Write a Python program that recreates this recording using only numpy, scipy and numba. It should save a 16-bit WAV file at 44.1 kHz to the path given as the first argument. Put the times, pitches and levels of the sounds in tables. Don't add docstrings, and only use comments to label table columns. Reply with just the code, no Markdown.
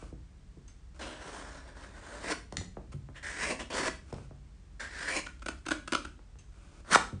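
import sys
import numpy as np
from scipy import signal
from scipy.fft import rfft, irfft
from scipy.io import wavfile
from scipy.ndimage import uniform_filter1d, map_coordinates
from numba import njit

SR = 44100
rng = np.random.default_rng(int(sys.argv[2]) if len(sys.argv) > 2 else 0)


def to_wav(sig):
    pcm = np.clip(np.atleast_2d(sig), -1, 1) * 32767
    pcm = np.round(pcm).astype(np.int16)
    wavfile.write(sys.argv[1], SR, pcm.T)


N = 317501

# (frequency [Hz], level [dB])
FIBRE_SPECTRUM = [(900, -38), (2200, -8), (3000, 0), (3500, 2), (5400, 0.5), (7200, -1.5), (9200, -3.5),
                  (10500, -4.5)]
# (frequency [Hz], level [dB])
TEAR_SPECTRUM = [(90, -9.5), (200, -1), (310, 10), (460, -5), (580, 3.5), (790, -4.5), (1100, 0), (1500, 2),
                 (1800, -13), (2400, -3), (3200, -8.5), (5000, -13), (9300, -15), (11000, -11)]


def strokes():
    # (time [s], effort [dB])
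    long_slice = [(0.995, -45.5), (1.005, -47.5), (1.017, -40), (1.203, -52), (1.215, -45.5),
                  (1.397, -43.5), (1.745, -59.5), (1.781, -49.5), (1.931, -54.5), (2.167, -44),
                  (2.199, -45.5), (2.323, -30.5), (2.335, -42)]
    quick_slices = [
        [(3.15, -56.5), (3.176, -47.5), (3.224, -69), (3.23, -41), (3.274, -37.5), (3.328, -41), (3.43, -31.5),
         (3.528, -35), (3.55, -52)],
        [(3.705, -39), (3.721, -40), (3.745, -31), (3.883, -32), (3.89, -42)],
        [(4.8, -40), (4.808, -37), (4.902, -50), (4.99, -38.5), (5.054, -38), (5.066, -36), (5.168, -29),
         (5.2, -36.5), (5.21, -52)],
    ]
    short_pulls = [
        [(3.595, -37.5), (3.605, -36.5), (3.619, -42), (3.63, -47)],
        [(6.85, -54), (6.892, -44), (6.93, -23), (6.936, -21.5)],
    ]
    # (time at the edge [s], run-out [s], pitch [Hz],
    # pitch at the edge [Hz], ring-to-sheet balance [dB], balance at the edge [dB])
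    stroke_rings = [(2.235, .012, 1540, 1830, -0.5, 1.5), (3.475, 0.03, 1730, 2480, 11.5, -2.5),
                    (3.8, 0.017, 1630, 1610, -3, 3.5), (5.121, 0.0091, 1680, 2370, 11, 5),
                    (3.61, .01, 1800, 1890, 3, -12), (6.91, .015, 1400, 1270, 2.5, 6.5)]
    # (frequency [Hz], level [dB])
    sheet_spectrum = [(100, -13), (190, -1), (290, 5), (450, 1), (600, 5.5), (790, -2.5), (1000, 2),
                      (1200, -9.5), (1600, -19.5), (2600, -24), (5000, -70)]
    out = np.zeros(N)
    for curve, stroke_ring in zip([long_slice, *quick_slices, *short_pulls], stroke_rings):
        edge_s, run_out_s, hz, edge_hz, over_db, edge_db = stroke_ring
        times, efforts = np.transpose(curve)
        t = np.arange(times[0] - .01, times[-1] + .02, 1 / SR)
        effort_db = np.interp(t, times, efforts)
        at_edge = (1 + np.tanh((t - edge_s) / (2 * run_out_s))) / 2
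        pitch = hz + (edge_hz - hz) * at_edge
        balance_db = over_db + (edge_db - over_db) * at_edge
        sheet_db = effort_db - 10 * np.log10(1 + amp(balance_db) ** 2)
        fibres = snaps(len(t), rate=9000, spread_db=-2.0)
        fibres *= amp(1.37 * wobble(170, len(t)) + 1.6 * wobble(32.7, len(t)))
        sheet = amp(sheet_db - 1.6) * unit_rms(coloured(fibres, sheet_spectrum))
        force = np.clip((sheet_db + 55) / 15, 0, 1)
        broad = unit_rms(ring(ring(fibres, pitch, width_hz=1010), pitch, width_hz=1130))
        narrow = unit_rms(ring(broad, pitch, width_hz=490))
        cut = amp(sheet_db + balance_db - 2.5) * (force * broad + (1 - force) * narrow)
        hiss_db = effort_db - 6.5 + 0.17 * (effort_db + 39.5) - 0.1 * balance_db
        hiss = amp(hiss_db) * unit_rms(patchy(coloured(fibres, FIBRE_SPECTRUM), depth_db=1.8))
        add(out, t[0], (sheet + cut + hiss) * gate(t, times[0], times[-1], ramp_s=0.0055))
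    return out


def bites():
    # (time [s], level [dB], t60 [s])
    entries = [(1.007, -47.5, 1), (3.155, -49, 0.21), (3.595, -39.5, 0.17), (3.704, -41, 0.26),
               (4.805, -64, 0.084)]
    out, t = np.zeros(N), np.arange(SR // 3) / SR
    for start, db, t60 in entries:
        fibres = snaps(len(t), rate=13000, spread_db=-2.0)
        tip = unit_rms(ring(ring(fibres, 2980, width_hz=760), 2440, width_hz=990))
        rasp = tip + amp(2.0) * coloured(fibres, TEAR_SPECTRUM)
        attack = 1 - np.exp(-t / 0.0052)
        add(out, start, amp(db - 4) * rasp * fade(t, t60) * attack)
    return out


def jerks():
    # (time [s], crack level [dB], ring level [dB])
    slips = [(2.318, -36.5, -35), (3.878, -31.5, -59), (5.262, -46, -36), (5.42, -49, -46),
             (5.46, -34, -53), (5.484, -29.5, -36.5), (5.653, -57, -49), (5.662, -35.5, -48),
             (5.684, -30.5, -43), (5.707, -32, -32), (5.714, -26.5, -26.5), (5.722, -37, -49),
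             (5.875, -37.5, -37), (5.9209, -27, -30), (5.931, -27, -31), (5.9483, -27.5, -19),
             (6.048, -42.5, -41.5)]
    usual_tear_s, usual_crack_db = 0.0059, -34.5
    out, t = np.zeros(N), np.arange(SR // 6) / SR
    for start, crack_db, ring_db in slips:
        tear = burst(t, usual_tear_s * amp(-0.29 * (crack_db - usual_crack_db)))
        crack = amp(1.5) * coloured(tear, TEAR_SPECTRUM) + amp(-15.5) * steel(t)
        cut = pluck(tear, hz=1405 + 20 * rng.normal(), width_hz=185)
        jerk = amp(crack_db) * crack + amp(ring_db - 4.5) * cut
        add(out, start, dispersed(jerk, travel_s=0.001575))
    return out


def rips():
    # (time [s], tearing time [s], level [dB], ring pitch [Hz])
    bundles = [(6.9387, 0.0082, -21, 1480), (6.9476, 0.0046, -14.5, 1260), (6.954, 0.006, -18.5, 1075)]
    out, t = np.zeros(N), np.arange(SR // 10) / SR
    for start, tear_s, db, hz in bundles:
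        tear = burst(t, tear_s)
        tone = pluck(ring(tear, hz, width_hz=1500), hz, width_hz=155)
        cut = unit_energy(tone) * np.linalg.norm(tear)
        add(out, start, amp(db) * (cut + amp(-6) * coloured(tear, FIBRE_SPECTRUM)))
    add(out, 6.9555, amp(-8.5) * bend(top_hz=1580, low_hz=530, travel_s=0.0031))
    return out


def flaps():
    # (time [s], level [dB], brightness limit [Hz])
    flexes = [(.021, -40, 880), (.121, -38.5, 403), (.565, -45.5, 303), (2.52, -32.5, 850),
              (2.571, -34, 198), (2.608, -39, 1024), (2.766, -32.5, 860), (2.933, -35, 209),
              (3.086, -41.5, 1284), (4.122, -30, 740), (4.182, -39, 1393), (4.306, -43, 880),
              (6.191, -46.5, 1490), (6.355, -49.5, 1500), (7.121, -32.5, 290)]
    small_flex_hz = 1355
    dull = signal.butter(1, 700, fs=SR)
    out, t = np.zeros(N), np.arange(SR // 8) / SR
    for start, db, top_hz in flexes:
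        wave = bend(top_hz, low_hz=108, travel_s=0.00472 / (1 + (top_hz / small_flex_hz) ** 6))
        echoes = unit_energy(rng.standard_normal(len(t)) * fade(t, t60=0.098))
        scatter = signal.lfilter(*dull, signal.fftconvolve(wave, echoes)[:len(wave)])
        add(out, start, amp(db - 3) * (wave + amp(-1.5) * scatter))
    return out


def knife():
    # (time [s], level [dB])
    clicks = [(2.524, -35), (2.569, -18.5), (2.918, -61), (2.930, -61), (4.127, -39), (4.142, -43),
              (5.395, -49)]
    # (time [s], level [dB])
    tinks = [(0.6794, -59.5), (6.3876, -60)]
    # (frequency [Hz], level [dB])
    click_spectrum = [(200, -23), (700, -4.5), (1500, -3), (3200, -4), (6000, -5.5), (9000, -10.5),
                      (11000, -21)]
    out, t = np.zeros(N), np.arange(SR // 5) / SR
    for start, db in clicks:
        contact = unit_energy(burst(t, length_s=.0018))
        add(out, start, amp(db + 11.5) * coloured(contact, click_spectrum))
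    for start, db in tinks:
        scratch = amp(-8) * coloured(rng.standard_normal(len(t)) * fade(t, t60=.18), click_spectrum)
        add(out, start, amp(db + 6.5) * (steel(t) + scratch))
    return out


def steel(t):
    # (frequency [Hz], level [dB], t60 [s])
    modes = [(2740, -10, 0.056), (6320, -2, 0.066), (6550, -11, 0.059), (8000, -11, 0.11)]
    return sum(amp(db + rng.normal(0, 1.8)) * fade(t, t60) * np.sin(2 * np.pi * hz * t)
               for hz, db, t60 in modes)


def slides():
    # (time [s], length [s], level [dB], level change [dB])
    moves = [(0.0, 0.11, -62.5, -10), (0.946, .05, -69.5, -1), (2.919, 0.017, -59, -1),
             (4.061, 0.053, -72.5, 6), (4.126, 0.14, -65, -7.5), (6.52, 0.29, -75, 7)]
    out = np.zeros(N)
    for start, length, db, change_db in moves:
        t = np.arange(0, length, 1 / SR)
        grain = snaps(len(t), rate=4300, spread_db=4.0)
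        rub = amp(-9.0) * coloured(grain, FIBRE_SPECTRUM) + amp(8.5) * coloured(grain, TEAR_SPECTRUM)
        add(out, start, amp(db + change_db * t / length) * rub)
    return out


def boom(x):
    # (frequency [Hz], width [Hz], level [dB])
    modes = [(90, 11, -7), (136.6, 3.3, -7.5)]
    return x + sum(amp(db) * pluck(x, hz, width_hz) for hz, width_hz, db in modes)


def room(x, wet_db):
    # (frequency [Hz], t60 [s])
    decay_times = [(100, 1), (300, 0.29), (1000, 0.3), (3000, 0.35), (9000, 0.34)]
    out, hop, predelay_s = np.zeros(N), SR // 4, 0.0058
    for first in range(0, N, hop):
        hz, t, noise = signal.stft(rng.standard_normal(SR // 2), SR, nperseg=256)
        tail = signal.istft(noise * fade(t, along(decay_times, hz)[:, None]), SR, nperseg=256)[1]
        add(out, first / SR + predelay_s, signal.fftconvolve(x[first:first + hop], unit_energy(tail)))
    return x + amp(wet_db) * out


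def background():
    # (frequency [Hz], level [dB])
    air_spectrum = [(13, -45.5), (22, -14), (60, -2), (90, -18.5), (150, -26), (184, -20), (209, -26.5),
                    (397, -34), (429, -33.5), (475, -39), (1850, -43.5), (2210, -45), (2380, -46.5),
                    (7940, -51), (10000, -56), (13000, -100), (22000, -120)]
    # (frequency [Hz], level [dB])
    tones = [(46, -59), (66, -68.5), (89, -63), (138, -67.5), (182, -80.5)]
    t = np.arange(N) / SR
    air = coloured(rng.standard_normal(N), air_spectrum, size=16384)
    hum = sum(amp(db) * np.sqrt(2) * np.sin(2 * np.pi * hz * t + 0.59 * wobble(28.0, N))
              for hz, db in tones)
    low_cut = signal.butter(3, 34, "high", fs=SR, output="sos")
    return amp(-51.0) * signal.sosfilt(low_cut, air) + hum


def snaps(n, rate, spread_db):
    parts = rng.random(n) < rate / SR
    polarity, strength = rng.standard_normal((2, n))
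    return unit_rms(parts * np.sign(polarity) * amp(spread_db * strength))


def burst(t, length_s):
    crackle = snaps(len(t), rate=12000, spread_db=1.0) * gate(t, 0.00027, length_s, ramp_s=0.002)
    return unit_energy(crackle) * np.sqrt(length_s * SR)


def bend(top_hz, low_hz, travel_s, size=8192):
    hz = np.fft.rfftfreq(size, 1 / SR)[1:]
    low_pass = 1 / (1 + 1j * np.sqrt(2) * hz / top_hz - (hz / top_hz) ** 2) / (1 + .5j * hz / top_hz)
    high_pass = 1 / (1 + low_hz / (1j * hz)) ** 2
    wave = dispersed(irfft(np.r_[0, hz ** -.5 * low_pass * high_pass]), travel_s)
    return wave / np.abs(wave).max()


def dispersed(x, travel_s):
    hz = np.fft.rfftfreq(len(x), 1 / SR)
    return irfft(rfft(x) * np.exp(-4j * np.pi * travel_s * np.sqrt(1000 * hz)), len(x))


def patchy(x, depth_db, size=512):
    frames = signal.stft(x, nperseg=size)[2]
    patches = uniform_filter1d(rng.standard_normal(frames.shape), size=5, axis=0)
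    patches = uniform_filter1d(patches, size=30, axis=1)
    return signal.istft(frames * amp(depth_db * unit_rms(patches)), nperseg=size)[1][:len(x)]


def pluck(x, hz, width_hz):
    return unit_energy(ring(x, hz, width_hz)) * np.linalg.norm(x)


def ring(x, hz, width_hz):
    return resonate(x, 2 * np.pi * hz / SR * np.ones(len(x)), np.exp(-np.pi * width_hz / SR))


@njit
def resonate(x, turn, radius):
    y = np.zeros(len(x))
    for i in range(2, len(x)):
        y[i] = x[i] - x[i - 2] + 2 * radius * np.cos(turn[i]) * y[i - 1] - radius * radius * y[i - 2]
    return y


def coloured(x, spectrum, size=2048):
    gain = amp(along(spectrum, np.fft.rfftfreq(size, 1 / SR)))
    cepstrum = irfft(np.log(gain))
    cepstrum[1:size // 2] *= 2
    cepstrum[size // 2 + 1:] = 0
    kernel = irfft(np.exp(rfft(cepstrum)))
    return signal.fftconvolve(x, unit_energy(kernel))[:len(x)]


def along(points, hz):
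    knots_hz, values = np.transpose(points)
    return np.interp(np.log(hz + 1), np.log(knots_hz), values)


def gate(t, start, end, ramp_s):
    return np.clip((t - start) / ramp_s + 1, 0, 1) * np.clip((end - t) / ramp_s + 1, 0, 1)


def fade(t, t60):
    return np.exp(-np.log(1000) * t / t60)


def wobble(rate, n):
    return map_coordinates(rng.standard_normal(int(n * rate / SR) + 4), [np.arange(n) * rate / SR])


def add(track, start_s, sound):
    part = track[max(round(start_s * SR), 0):][:len(sound)]
    part += sound[:len(part)]


def amp(db):
    return 10 ** (np.asarray(db) / 20)


def unit_rms(x):
    return x / np.sqrt(np.mean(x ** 2) + 1e-20)


def unit_energy(x):
    return x / np.linalg.norm(x)


def scene():
    slicing = room(strokes() + bites() + slides(), wet_db=-6.0)
    snapping = room(jerks(), wet_db=-7.0) + room(knife(), wet_db=-4.5) + room(rips(), wet_db=-7.5)
    flapping = room(boom(flaps()), wet_db=-4.0)
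    return (slicing + snapping + flapping + background())[None]


def record(dry):
    hz, cutoff_hz = np.fft.rfftfreq(N, 1 / SR), 9650
    return irfft(rfft(dry) / np.sqrt(1 + (hz / cutoff_hz) ** 120), N)


dry = scene()
out = record(dry)
to_wav(out)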